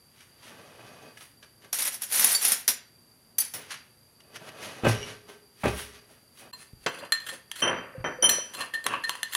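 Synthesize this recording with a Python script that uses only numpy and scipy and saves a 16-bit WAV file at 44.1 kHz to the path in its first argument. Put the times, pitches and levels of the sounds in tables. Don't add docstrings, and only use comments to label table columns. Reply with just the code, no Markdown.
import sys
import numpy as np
from scipy import signal
from scipy.io import wavfile

SR = 44100
rng = np.random.default_rng(int(sys.argv[2]) if len(sys.argv) > 2 else 0)


def store_wav(level_fs):
    pcm = np.round(np.clip(np.atleast_2d(level_fs), -1, 1) * 32767)
    wavfile.write(sys.argv[1], SR, pcm.T.astype(np.int16))


N = 412996


def gain_of(db):
    return 10 ** (np.asarray(db) / 20)


def unit_rms(x):
    return x / np.sqrt(np.mean(x ** 2) + 1e-20)


def value_at(points, hz):
    f, value = np.transpose(points)
    return np.interp(np.log(hz + 1), np.log(f + 1), value)


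def add(mix, s, sound):
    part = mix[round(s * SR):][:len(sound)]
    part += sound[:len(part)]


def coloured(x, spectrum):
    db = value_at(spectrum, abs(np.fft.fftfreq(4096, 1 / SR)))
    log_gain = np.log(gain_of(np.maximum(db, -90)))
    taps = np.fft.ifft(np.exp(log_gain - 1j * signal.hilbert(log_gain).imag)).real[:2048]
    return signal.oaconvolve(x, taps / np.linalg.norm(taps))[:len(x)]


def flutter(db, step=500):
    knots = rng.standard_normal(N // step + 2)
    return gain_of(db * np.interp(np.arange(N) / step, np.arange(len(knots)), knots))


def grit(per_s, spread_db, smooth):
    size = gain_of(spread_db * np.minimum(rng.exponential(1, N), 5)) * rng.standard_normal(N)
    contacts = size * (rng.random(N) < per_s / SR)
    return unit_rms(unit_rms(contacts) + smooth * rng.standard_normal(N))


def ring(modes, rise=0.00026, free=1):
    hz, db, t60 = np.transpose(modes)[:, :, None]
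    t60 = np.clip(t60 * free, .005, 1)
    t = np.arange(round(t60.max() * SR)) / SR
    sines = gain_of(db - 60 * t / t60) * np.sin(2 * np.pi * hz * t)
    return sines.sum(0) * (1 - np.exp(-t / max(rise, 1e-4)))


def resonator(x, hz, width):
    r = np.exp(-np.pi * width / SR)
    return 2 * signal.lfilter([1 - r], [1, -r * np.exp(2j * np.pi * hz / SR)], x).real


def driven(x, modes):
    return sum(gain_of(db) * resonator(x, hz, width) for hz, width, db in modes)


def burst(db, t60, rise):
    t = np.arange(SR // 5) / SR
    return gain_of(db - 60 * t / max(t60, .005)) * (1 - np.exp(-t / max(rise, 1e-4)))


def gestures(rows, rise_db=20):
    tracks = np.zeros((len(rows[0]) - 4, N))
    for s, rise, hold, t60, *levels in rows:
        rise, t60 = np.clip(rise, .001, .4), np.clip(t60, .02, 1)
        t = np.arange(-min(2 * rise, s), hold + t60, 1 / SR)
        shape = gain_of(np.minimum(rise_db * t / rise, 0) - 60 * np.maximum(t - hold, 0) / t60)
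        for track, db in zip(tracks, levels):
            add(track, s + t[0], gain_of(db) * shape)
    return tracks


def night():
    # frequency in Hz, relative density in dB.
    air = [(15, -43), (25, -22), (111, -4.5), (197, -10), (226, -6), (313, -15.5), (378, -10.5), (457, -15),
           (4020, -27.5), (4730, -29), (5420, -27), (8100, -30), (9100, -21), (10000, -23.5), (11300, -17),
           (14000, -33), (16500, -47)]
    far_crickets = [(4200, -60), (4450, -22), (4600, -3), (4700, 0), (4810, -1), (4900, -20), (5200, -60)]
    strokes_per_s, waver = 50, .011
    chorus = unit_rms(coloured(rng.standard_normal(N), far_crickets) * flutter(2.5))
    phrases = flutter(4, step=SR // 10)
    for hz in (4610, 4700, 4790):
        pitch = hz * flutter(1, step=SR // 7) ** (8.7 * waver)
        rate = strokes_per_s * flutter(.3, step=SR // 5)
        strokes = np.maximum(np.sin(2 * np.pi * np.cumsum(rate) / SR) + .6, 0)
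        chorus += gain_of(-4) * strokes * phrases * np.sin(2 * np.pi * np.cumsum(pitch) / SR)
    return gain_of(-61.5) * coloured(rng.standard_normal(N), air) + gain_of(-65.5) * unit_rms(chorus)


def drawer():
    # start and length in seconds; relative rumble, rustle, hiss in dB.
    slides = [(0.515, .58, -54, -67.5, -73), (4.426, 0.36, -50.5, -71, -74)]
    # peak time, rise, t60 in seconds; the same three levels in dB.
    shifts = [(.214, 0.12, .33, -86, -63.5, -64), (.482, 0.11, 0.24, -73, -60.5, -63),
              (.875, 0.041, 0.13, -65, -66, -72), (1.225, 0.084, 0.36, -64, -61.5, -54),
              (1.433, 0.015, 0.24, -59, -68, -75), (1.64, 0.048, 0.33, -57.5, -67, -71),
              (3.542, 0.004, 0.72, -47, -52, -59), (3.714, 0.017, 0.21, -65.5, -42.5, -65),
              (4.363, 0.025, 0.053, -56, -47, -58), (4.492, 0.075, 0.036, -53, -56, -59),
              (4.636, 0.063, 0.44, -50, -48, -56), (4.853, .02, 0.2, -23, -66, -60),
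              (4.89, 0.026, 0.23, -43, -36.5, -39.5), (5.1, 0.5, 0.36, -47, -52, -74),
              (5.294, 0.027, 0.31, -50, -58, -58), (5.638, 0.0037, 0.18, -27, -57, -48),
              (5.62, 0.064, 0.13, -66, -58, -56), (5.657, 0.011, 0.3, -32, -68, -63),
              (5.683, 0.026, 0.19, -39.5, -46, -51), (5.796, 0.077, 0.3, -66, -45.5, -39.5),
              (5.96, 0.13, 0.26, -57, -60, -77.5), (6.113, 0.062, 0.42, -61, -67.5, -63),
              (6.401, 0.068, 0.22, -64, -60, -52), (6.423, 0.02, 0.55, -52.5, -71, -78)]
    # frequency in Hz, relative density in dB.
    rumble_spectrum = [(24, -66), (40, -39), (96, -1.5), (228, 1), (332, -0.5), (585, 2), (909, -4),
                       (1150, -4), (6000, -24.5), (7800, -38), (13200, -120)]
    rustle_spectrum = [(290, -30), (500, -19), (1050, -2.5), (1890, 1), (2940, -1), (6100, -6), (7710, -16),
                       (11000, -6.5), (15800, -37), (16500, -62)]
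    hiss_spectrum = [(3000, -47), (7500, -12.5), (10000, 1), (13000, -13), (16000, -10.5)]
    # time in seconds, relative level in dB, pitch in Hz, t60 in seconds.
    ticks = [(0.204, -40, 3080, 0.045), (0.429, -40.5, 1000, 0.099), (1.171, -34.5, 1705, 0.07),
             (1.208, -36.5, 1290, 0.078), (1.426, -38.5, 1664, 0.083), (1.62, -47, 2980, 0.04),
             (1.645, -37.5, 1616, 0.04), (3.706, -28, 2180, 0.034), (4.203, -41, 2880, 0.057),
             (4.357, -38, 1906, 0.031), (5.285, -53, 2670, 0.04), (6.373, -43.5, 3880, 0.041)]
    # frequency and bandwidth in Hz, relative gain in dB.
    loose_modes = [(1170, 26, -12), (1960, 21, 1.5), (2904, 46, 4.5), (5570, 60, 3), (6090, 79, -2),
                   (12100, 73, -27)]
    tray_modes = [(620, 29, -10), (1140, 18, 2), (1547, 32, 1), (2510, 56, 1), (2900, 50, -6),
                  (3200, 21, -9)]
    # time in seconds, then in relative dB the ring, its boost
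    # below 90 Hz, its boost above 300 Hz and the clap.
    slams = [(4.835, -19, -14, 1, -21), (4.852, -19, -3, -3, -26), (4.867, -6, -8, -7, -12.5),
             (4.895, -21, -21, -1, -20.5), (5.634, -20.5, -9.5, 6.5, -21.5), (5.654, -14, 7.5, 7, -17.5),
             (5.668, -19, -9, 3.5, -24)]
    # frequency in Hz, relative level in dB, t60 in seconds.
    panel_modes = [(68, -8, 0.26), (112, -3, 0.29), (318, -12.5, 0.19), (232.5, -1, 0.076),
                   (373.6, -7.5, 0.17), (500, -29, 0.21), (589, -17, 0.12), (805, -11.5, 0.2),
                   (1020, -15, 0.092), (1600, -24, .15), (2450, -23, 0.084)]
    # frequency in Hz, relative density in dB.
    clap_spectrum = [(100, 10), (500, 8.5), (1200, -9.5), (2600, -5), (4000, -31), (16000, -50)]
    slide_rise_s, slide_t60 = 0.22, 0.29
    moves = [(s, slide_rise_s, length, slide_t60, *db) for s, length, *db in slides]
    moves += [(s, rise, 0, t60, *db) for s, rise, t60, *db in shifts]
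    rumble_env, rustle_env, hiss_env = gestures(moves)
    rollers = rumble_env * flutter(2.1, step=SR // 40) * grit(2000, 3, 1.1)
    out = coloured(rollers, rumble_spectrum)
    for s, db, hz, t60 in ticks:
        add(rustle_env, s, burst(db - 19, t60, 0.00046))
        add(out, s, ring([(hz, db - 12, t60)]))
    rustle = rustle_env * grit(5000, 0.93, 0.62)
    out += gain_of(7) * coloured(rustle, rustle_spectrum)
    out += hiss_env * coloured(grit(5000, 1.7, 0.62), hiss_spectrum)
    early = slice(0, 7 * SR)
    out[early] += gain_of(10.5) * driven(rustle[early], loose_modes)
    out[early] += gain_of(12) * driven(rollers[early], tray_modes)
    claps = np.zeros(N)
    for s, db, low_db, high_db, clap_db in slams:
        modes = [(hz, db - 8 + mode_db + low_db * (hz < 90) + high_db * (hz > 300), t60)
                 for hz, mode_db, t60 in panel_modes]
        add(out, s, ring(modes, rise=0.0054))
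        add(claps, s, burst(clap_db, 0.043, 0.00049))
    return out + coloured(claps * rng.standard_normal(N), clap_spectrum)


def cutlery():
    # start, rise, length, t60 in seconds; relative level in dB.
    sweeps = [(1.729, 0.0033, 0.16, 0.029, -30.5), (1.9, .02, 0.051, 0.22, -41.5),
              (2.022, 0.013, .001, 0.2, -29.5), (2.13, 0.028, 0.13, 0.52, -25.5),
              (2.214, 0.069, .14, 0.088, -27), (2.448, 0.07, 0.082, 0.27, -24.5),
              (3.42, 0.02, 0.012, 0.27, -42), (3.55, 0.012, 0.023, .35, -57)]
    # time in seconds, relative level in dB, main ring in Hz, t60 of the shower in seconds.
    clashes = [(1.7288, -14.5, 5730, 0.069), (1.7871, -15.5, 10700, 0.2), (1.823, -10, 11000, 0.021),
               (1.852, -17, 9680, 0.086), (1.8758, -11.5, 10900, 0.05), (1.921, -23.5, 10300, 0.14),
               (1.9418, -25, 13400, .06), (2.02, -25.5, 11100, 0.02), (2.034, -20.5, 11200, 0.041),
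               (2.1009, -29, 11200, 0.062), (2.1144, -25, 9800, 0.025), (2.123, -15, 10450, 0.016),
               (2.1438, -17, 10800, 0.075), (2.1949, -4, 10900, 0.014), (2.244, -6, 10660, 0.021),
               (2.318, -7, 10670, 0.014), (2.3488, -10.5, 4570, 0.02), (2.413, -20, 9940, 0.1),
               (2.427, -17.5, 8900, .1), (2.45, -9.5, 10970, 0.059), (2.519, -9, 10460, 0.05),
               (2.6785, -3, 6100, 0.16), (2.6847, -12, 10100, .03), (3.383, -15, 10600, 0.27),
               (3.5374, -19, 10960, 0.13)]
    # frequency in Hz, relative level in dB, t60 in seconds.
    knife = [(4576, 0, .075), (7250, -5, .06)]
    ladle = [(3553, -14, .13), (3985, -14, .11), (5163, -3, .08), (5750, -1, .09), (7133, -16.5, .26),
             (9932, -11, .2), (10260, 0, .08), (11710, -7, .08), (12540, -5, .09), (13100, -9, .15),
             (13740, -13, .12)]
    server = [(4576, -17, .18), (4786, -16, .18), (6239, -6, .2), (7757, -14, .15), (9440, -4, .09),
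              (9652, -10, .2), (10490, -9, .25), (10880, -7, .26), (11970, -1, .09), (12500, -6, .08),
              (13790, -13, .12), (15140, -20, .17)]
    tongs = [(5383, -1.5, 0.13), (9055, -9, 0.18), (9270, -11, 0.23), (9448, -4, 0.15), (10870, -1, 0.27),
             (11890, -7, 0.16), (15080, -2, 0.21)]
    fork = [(2850, 6.5, 0.08), (2970, 6, .07), (2300, 4, .08), (5630, -1, 0.15), (5740, -1, .15)]
    basket = [(405, -4, 1), (418, -3.5, 1)]
    teaspoon = [(6200, 0, .25), (6520, -2, .2)]
    # a piece, then its clinks as time in seconds and level in dB.
    clinks = [(teaspoon, (.92, -67), (1.02, -62)), (knife, (2.3495, -17)), (ladle, (2.6787, -19)),
              (server, (3.384, -21), (3.398, -24)), (tongs, (3.538, -39.5)),
              (fork, (4.87, -44), (4.96, -48), (5.005, -51), (5.029, -45), (5.08, -50)),
              (basket, (4.87, -39), (5.29, -55), (5.661, -43.5))]
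    # frequency and bandwidth in Hz, relative gain in dB.
    heap_modes = [(8800, 40, 0), (9600, 40, -2), (9780, 40, 0), (10500, 45, 0), (10930, 45, 3),
                  (11760, 50, 0)]
    # frequency in Hz, relative density in dB.
    steel_spectrum = [(59, -76), (100, -43), (225, -13), (338, -21), (577, -9), (642, -20), (699, -10),
                      (1170, -11), (1950, -5), (2360, -7.5), (6050, -6.5), (7810, -11.5), (10800, -2.5),
                      (15500, -16.5), (16500, -40)]
    force, out = gestures(sweeps)[0] * gain_of(-5.5), np.zeros(N)
    for (s, db, hz, t60), draws in zip(clashes, rng.random((len(clashes), 6, 3))):
        add(force, s, burst(db - 15, 0.007, 0.00023))
        add(force, s, burst(db - 17.5, t60, 0.00081))
        add(out, s, ring([(hz, db - 14.5, .05), (hz * 1.012, db - 16.5, .04)], rise=0.00055))
        neighbour_modes = draws * [5000, 8, .06] + [8600, db - 24, .025]
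        add(out, s, ring(neighbour_modes, rise=.001))
    for piece, *strikes in clinks:
        for s, db in strikes:
            modes = [(hz, db + mode_db, min(t60, .9)) for hz, mode_db, t60 in piece]
            add(out, s, ring(modes, rise=0.00019))
    contacts = grit(8000, 2, .7) * force
    busy = slice(round(1.7 * SR), 4 * SR)
    force = force[busy]
    out[busy] += gain_of(11) * driven(force * grit(900, 2, .4)[busy], heap_modes)
    for draws in rng.random((24, 5, 3)):
        modes = draws * [10000, 12, .06] + [5200, -12, .03]
        blows = gain_of(1.2 * rng.exponential(1, len(force))) * (rng.random(len(force)) < 18 / SR)
        contacts[busy] += gain_of(-7) * signal.oaconvolve(blows * force, ring(modes))[:len(force)]
    chatter = flutter(4.8, step=SR // 130)
    return coloured(contacts, steel_spectrum) + out * chatter


def mortar():
    # time in seconds, then in relative dB the crack, the cup's low, middle # and top
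    taps = [(7.1214, -8.5, -21, -15.5, -45, -48), (7.2023, -34, -40, -39, -60, -36),
            (7.5149, -20.5, -45, -50, -68, -52), (8.2923, -13, -30, -21.5, -29, -39),
            (8.3825, -31, -38.5, -38, -70, -29), (8.5489, -25.5, -60, -36, -53, -25.5),
            (8.8412, -28, -47, -37, -53, -52), (8.8646, -9.5, -57, -53, -55, -12.5),
            (8.9304, -35, -52, -47, -71, -20), (9.0936, -11.5, -40, -28, -51, -9.5),
            (9.1527, -28.5, -56, -50, -64, -22.5), (9.2308, -16.5, -31.5, -33.5, -55, -50),
            (9.3342, -24, -50, -48, -42, -46), (9.3499, -10, -32, -51, -39, -15.5)]
    swipes = [(6.529, -34, -45, -29.5, -55, -22.5), (6.88, -40, -60, -40, -53, -60),
              (6.985, -28, -60, -40, -60, -50), (7.047, -32, -52, -47, -79.5, -47),
              (7.2638, -19, -34, -53, -44, -53), (7.286, -17, -30, -33, -58, -48),
              (7.3335, -28, -52, -53, -68, -51), (7.556, -22, -50, -42, -54, -56),
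              (7.5852, -28.5, -48, -33, -44.5, -39), (8.535, -21, -56.5, -51, -57, -41),
              (8.6047, -18, -29, -27, -65, -39), (8.737, -18, -17, -29, -72, -40),
              (9.036, -20, -21, -25, -74, -50), (9.3217, -19.5, -41, -36, -39, -39)]
    # frequencies in Hz, and for each a row of relative level in dB and t60 in seconds.
    cup_hz = [1809, 1800, 1770, 4180, 4190, 4140, 7553, 11755, 15080]
    cup_modes = [(3, 0.08), (-22, 0.71), (-6.5, 0.083), (-0.5, 0.11), (-48, 0.37), (-38, 0.24), (0, 0.12),
                 (2, 0.14), (3, 0.083)]
    # frequency in Hz, #
    # relative level in dB, t60 in seconds.
    spoon_modes = [(2640, -44, 0.032), (3330, -24, 0.074), (6290, -16, 0.018), (8980, -22, 0.038),
                   (9140, -16.5, 0.035), (9340, -27, 0.036), (10870, -16, 0.032)]
    hollow_modes = [(1003, -14, 0.058), (1106, -11.5, 0.033), (1590, -17, 0.011), (2714, -14.5, 0.027)]
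    # peak time, rise, t60 in seconds; foot grind, wall scrape, tip drag in relative dB.
    rubs = [(6.614, 0.07, 0.24, -60, -47, -70), (6.844, 0.053, 0.057, -78, -53, -79),
            (6.863, 0.0015, 0.11, -27, -59, -23.5), (6.95, 0.086, 0.28, -51, -49.5, -45),
            (7.04, 0.091, 0.17, -43, -61, -46), (7.124, 0.0016, 0.1, -46, -32, -36),
            (7.34, .18, 0.2, -48, -43, -56), (7.609, .07, 0.06, -50, -38, -55),
            (7.622, 0.0035, 0.6, -27.5, -62, -28), (7.68, 0.039, 0.48, -30.5, -72, -55),
            (8.01, 0.05, 0.044, -50, -73, -80), (8.043, 0.00079, 0.3, -25.5, -84, -64),
            (8.229, 0.0074, 0.49, -28.5, -37, -33.5), (8.296, .003, 0.4, -47, -31.5, -56),
            (8.608, 0.073, 0.25, -39, -38.5, -33.5), (8.738, 0.0084, 0.4, -49, -48, -49.5),
            (8.865, 0.01, 0.15, -34, -37, -41), (8.936, 0.058, 0.22, -34.5, -50, -25),
            (9.086, 0.07, 0.83, -51.5, -46, -44), (9.36, 0.059, 0.086, -61, -37, -44)]
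    # frequency in Hz, relative density in dB.
    crack_spectrum = [(120, -59), (200, -24.5), (1830, 8), (2460, -3.5), (3130, 11), (3700, 2.5),
                      (4210, -0.5), (5060, -5.5), (7460, -3.5), (11600, 0.5), (16500, -38)]
    foot_spectrum = [(200, -18), (1500, 0.5), (4500, -5), (8000, -14), (14000, -33)]
    scrape_spectrum = [(290, -41), (500, -17), (1810, -6.5), (2040, -3.5), (3550, -10.5), (4110, -8),
                       (4620, -8.5), (7940, -12.5), (8800, -11), (11000, 3.5), (12900, -47), (15600, -30),
                       (16500, -29)]
    stone_spectrum = [(24, -37), (40, -15.5), (308, 1.5), (434, -1.5), (510, 5), (828, -4), (1710, 0),
                      (2730, -13), (3140, -23), (5000, -37), (6500, -57), (11000, -120)]
    detune, hollow_width = .003, .15
    contact_s, set_down_s = .022, 6.863
    out, cracks = np.zeros(N), np.zeros(N)
    for strokes, rise, crack_t60, free, drop_db in ((taps, .0003, .014, .95, 0),
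                                                    (swipes, .012, .05, 1.2, 9)):
        for s, crack_db, low_db, mid_db, top_db, hollow_db in strokes:
            add(cracks, s, burst(crack_db - 3, crack_t60, rise))
            balance = [(1800, low_db), (4170, mid_db), (15000, top_db)]
            grip = 1 + detune * rng.uniform(-1, 1, len(cup_modes))
            modes = [(hz * shift, db + value_at(balance, hz), t60)
                     for hz, shift, (db, t60) in zip(cup_hz, grip, cup_modes)]
            modes += [(hz, db + hollow_db, t60) for hz, db, t60 in hollow_modes]
            modes += [(hz, db + crack_db, t60) for hz, db, t60 in spoon_modes]
            sound = ring(modes, rise, free)
            lifted = np.clip((np.arange(len(sound)) / SR - contact_s) / .008, 0, 1)
            add(out, s, sound * gain_of(-drop_db * lifted))
    out *= flutter(3.5, step=SR // 260)
    foot, wall, tip = gestures([(s, rise, 0, t60, *db) for s, rise, t60, *db in rubs])
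    add(foot, set_down_s, burst(-22, 0.028, 0.00031))
    foot_crack = burst(-22, 0.054, 0.00018) * rng.standard_normal(SR // 5)
    add(out, set_down_s, coloured(foot_crack, foot_spectrum))
    scrape, drag = wall * grit(4000, 3, 0.66), tip * grit(1500, 1.9, 0.49)
    out += gain_of(-3) * coloured(scrape, scrape_spectrum)
    out += coloured(cracks * rng.standard_normal(N), crack_spectrum)
    out += foot * coloured(grit(2500, 2.1, 0.97), stone_spectrum)
    late = slice(6 * SR, N)
    hum_hz = cup_hz[::3] + [mode[0] for mode in spoon_modes]
    out[late] += driven(scrape[late], [(hz, 140, 10 + value_at(scrape_spectrum, hz)) for hz in hum_hz])
    for hz, db, _ in hollow_modes:
        width = hollow_width * hz
        out[late] += gain_of(db + 25) * resonator(resonator(drag[late], hz, width), hz, width)
    return out


def pestle():
    # frequencies in Hz, and for each a row of relative level in dB and t60 in seconds.
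    bar_hz = [3114, 3108, 3089, 5910, 5872, 5958, 9667, 9630, 13830]
    bar_modes = [(3.5, 0.3), (-10.5, 0.6), (-14, 0.24), (9.5, 0.34), (-3, 0.4), (-6, 0.2), (6, 0.28),
                 (-4, 0.25), (-12, 0.16)]
    # time in seconds; low, middle, top level in dB; rise in seconds; share of free ring time.
    knocks = [(6.864, -40, -55, -61, .002, 0.8), (7.6187, -19, -30, -35, 0.0076, 0.57),
              (7.6758, -25.5, -37, -47, 0.0025, 0.55), (8.0416, -35.5, -45.5, -60, 0.0074, 0.62),
              (8.2237, -22, -22, -21, 0.005, 0.29), (8.2395, -20, -25.5, -23, 0.002, 0.96),
              (8.293, -31, -29, -40, 0.0032, 1)]
    # time in seconds, level in dB, pitch in Hz, t60 in seconds.
    thumps = [(6.733, -19.5, 68, 0.012), (7.026, -35, 579, 0.074), (7.326, -36.5, 524, 0.071),
              (7.949, -36.5, 524, 0.3), (7.98, -26, 130, 0.044), (8.003, -23, 79.5, 0.027),
              (8.186, -32.5, 512, 0.23), (8.239, -29.5, 530, 0.13), (8.384, -19, 538, 0.022)]
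    bar, counter = np.zeros(N), np.zeros(N)
    for s, low_db, mid_db, top_db, rise, free in knocks:
        balance = [(3100, low_db), (5900, mid_db), (9660, top_db)]
        modes = [(hz, db + value_at(balance, hz), t60) for hz, (db, t60) in zip(bar_hz, bar_modes)]
        add(bar, s, ring(modes, rise, free))
    for s, db, hz, t60 in thumps:
        add(counter, s, ring([(hz, db, t60)], rise=0.0017))
    return counter + bar * flutter(2.5, step=SR // 200)


def kitchen(x):
    # frequency in Hz, reverberation time in seconds.
    decay_times = [(100, 0.61), (500, 0.37), (2000, 0.46), (6000, 0.28), (14000, 0.046)]
    echoes = np.zeros(SR // 2)
    slots = np.arange(200, len(echoes) - 20, 20)
    echoes[slots + rng.integers(0, 20, len(slots))] = rng.choice([-1., 1.], len(slots))
    hz, t, bands = signal.stft(echoes, SR, nperseg=256)
    decay = gain_of(-60 * t / value_at(decay_times, hz)[:, None])
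    tail = signal.istft(bands * decay, SR, nperseg=256)[1]
    return signal.fftconvolve(x, tail / np.linalg.norm(tail))[:N]


def scene():
    direct = drawer() + cutlery() + mortar() + pestle()
    mix = direct + gain_of(-13) * kitchen(direct) + night()
    t = np.arange(N) / SR
    dip_start_s, dip_end_s = 6.515, 6.527
    dip = np.clip(np.maximum(dip_start_s - t, t - dip_end_s) / 0.00056, .03, 1)
    return (mix * dip)[None]


def record(dry):
    highpass = signal.butter(2, 40., "high", fs=SR, output="sos")
    lowpass = signal.firwin(511, 15900, window=("kaiser", 9), fs=SR)
    return signal.oaconvolve(signal.sosfilt(highpass, dry), lowpass[None], "same")


dry = scene()
out = record(dry)
store_wav(out)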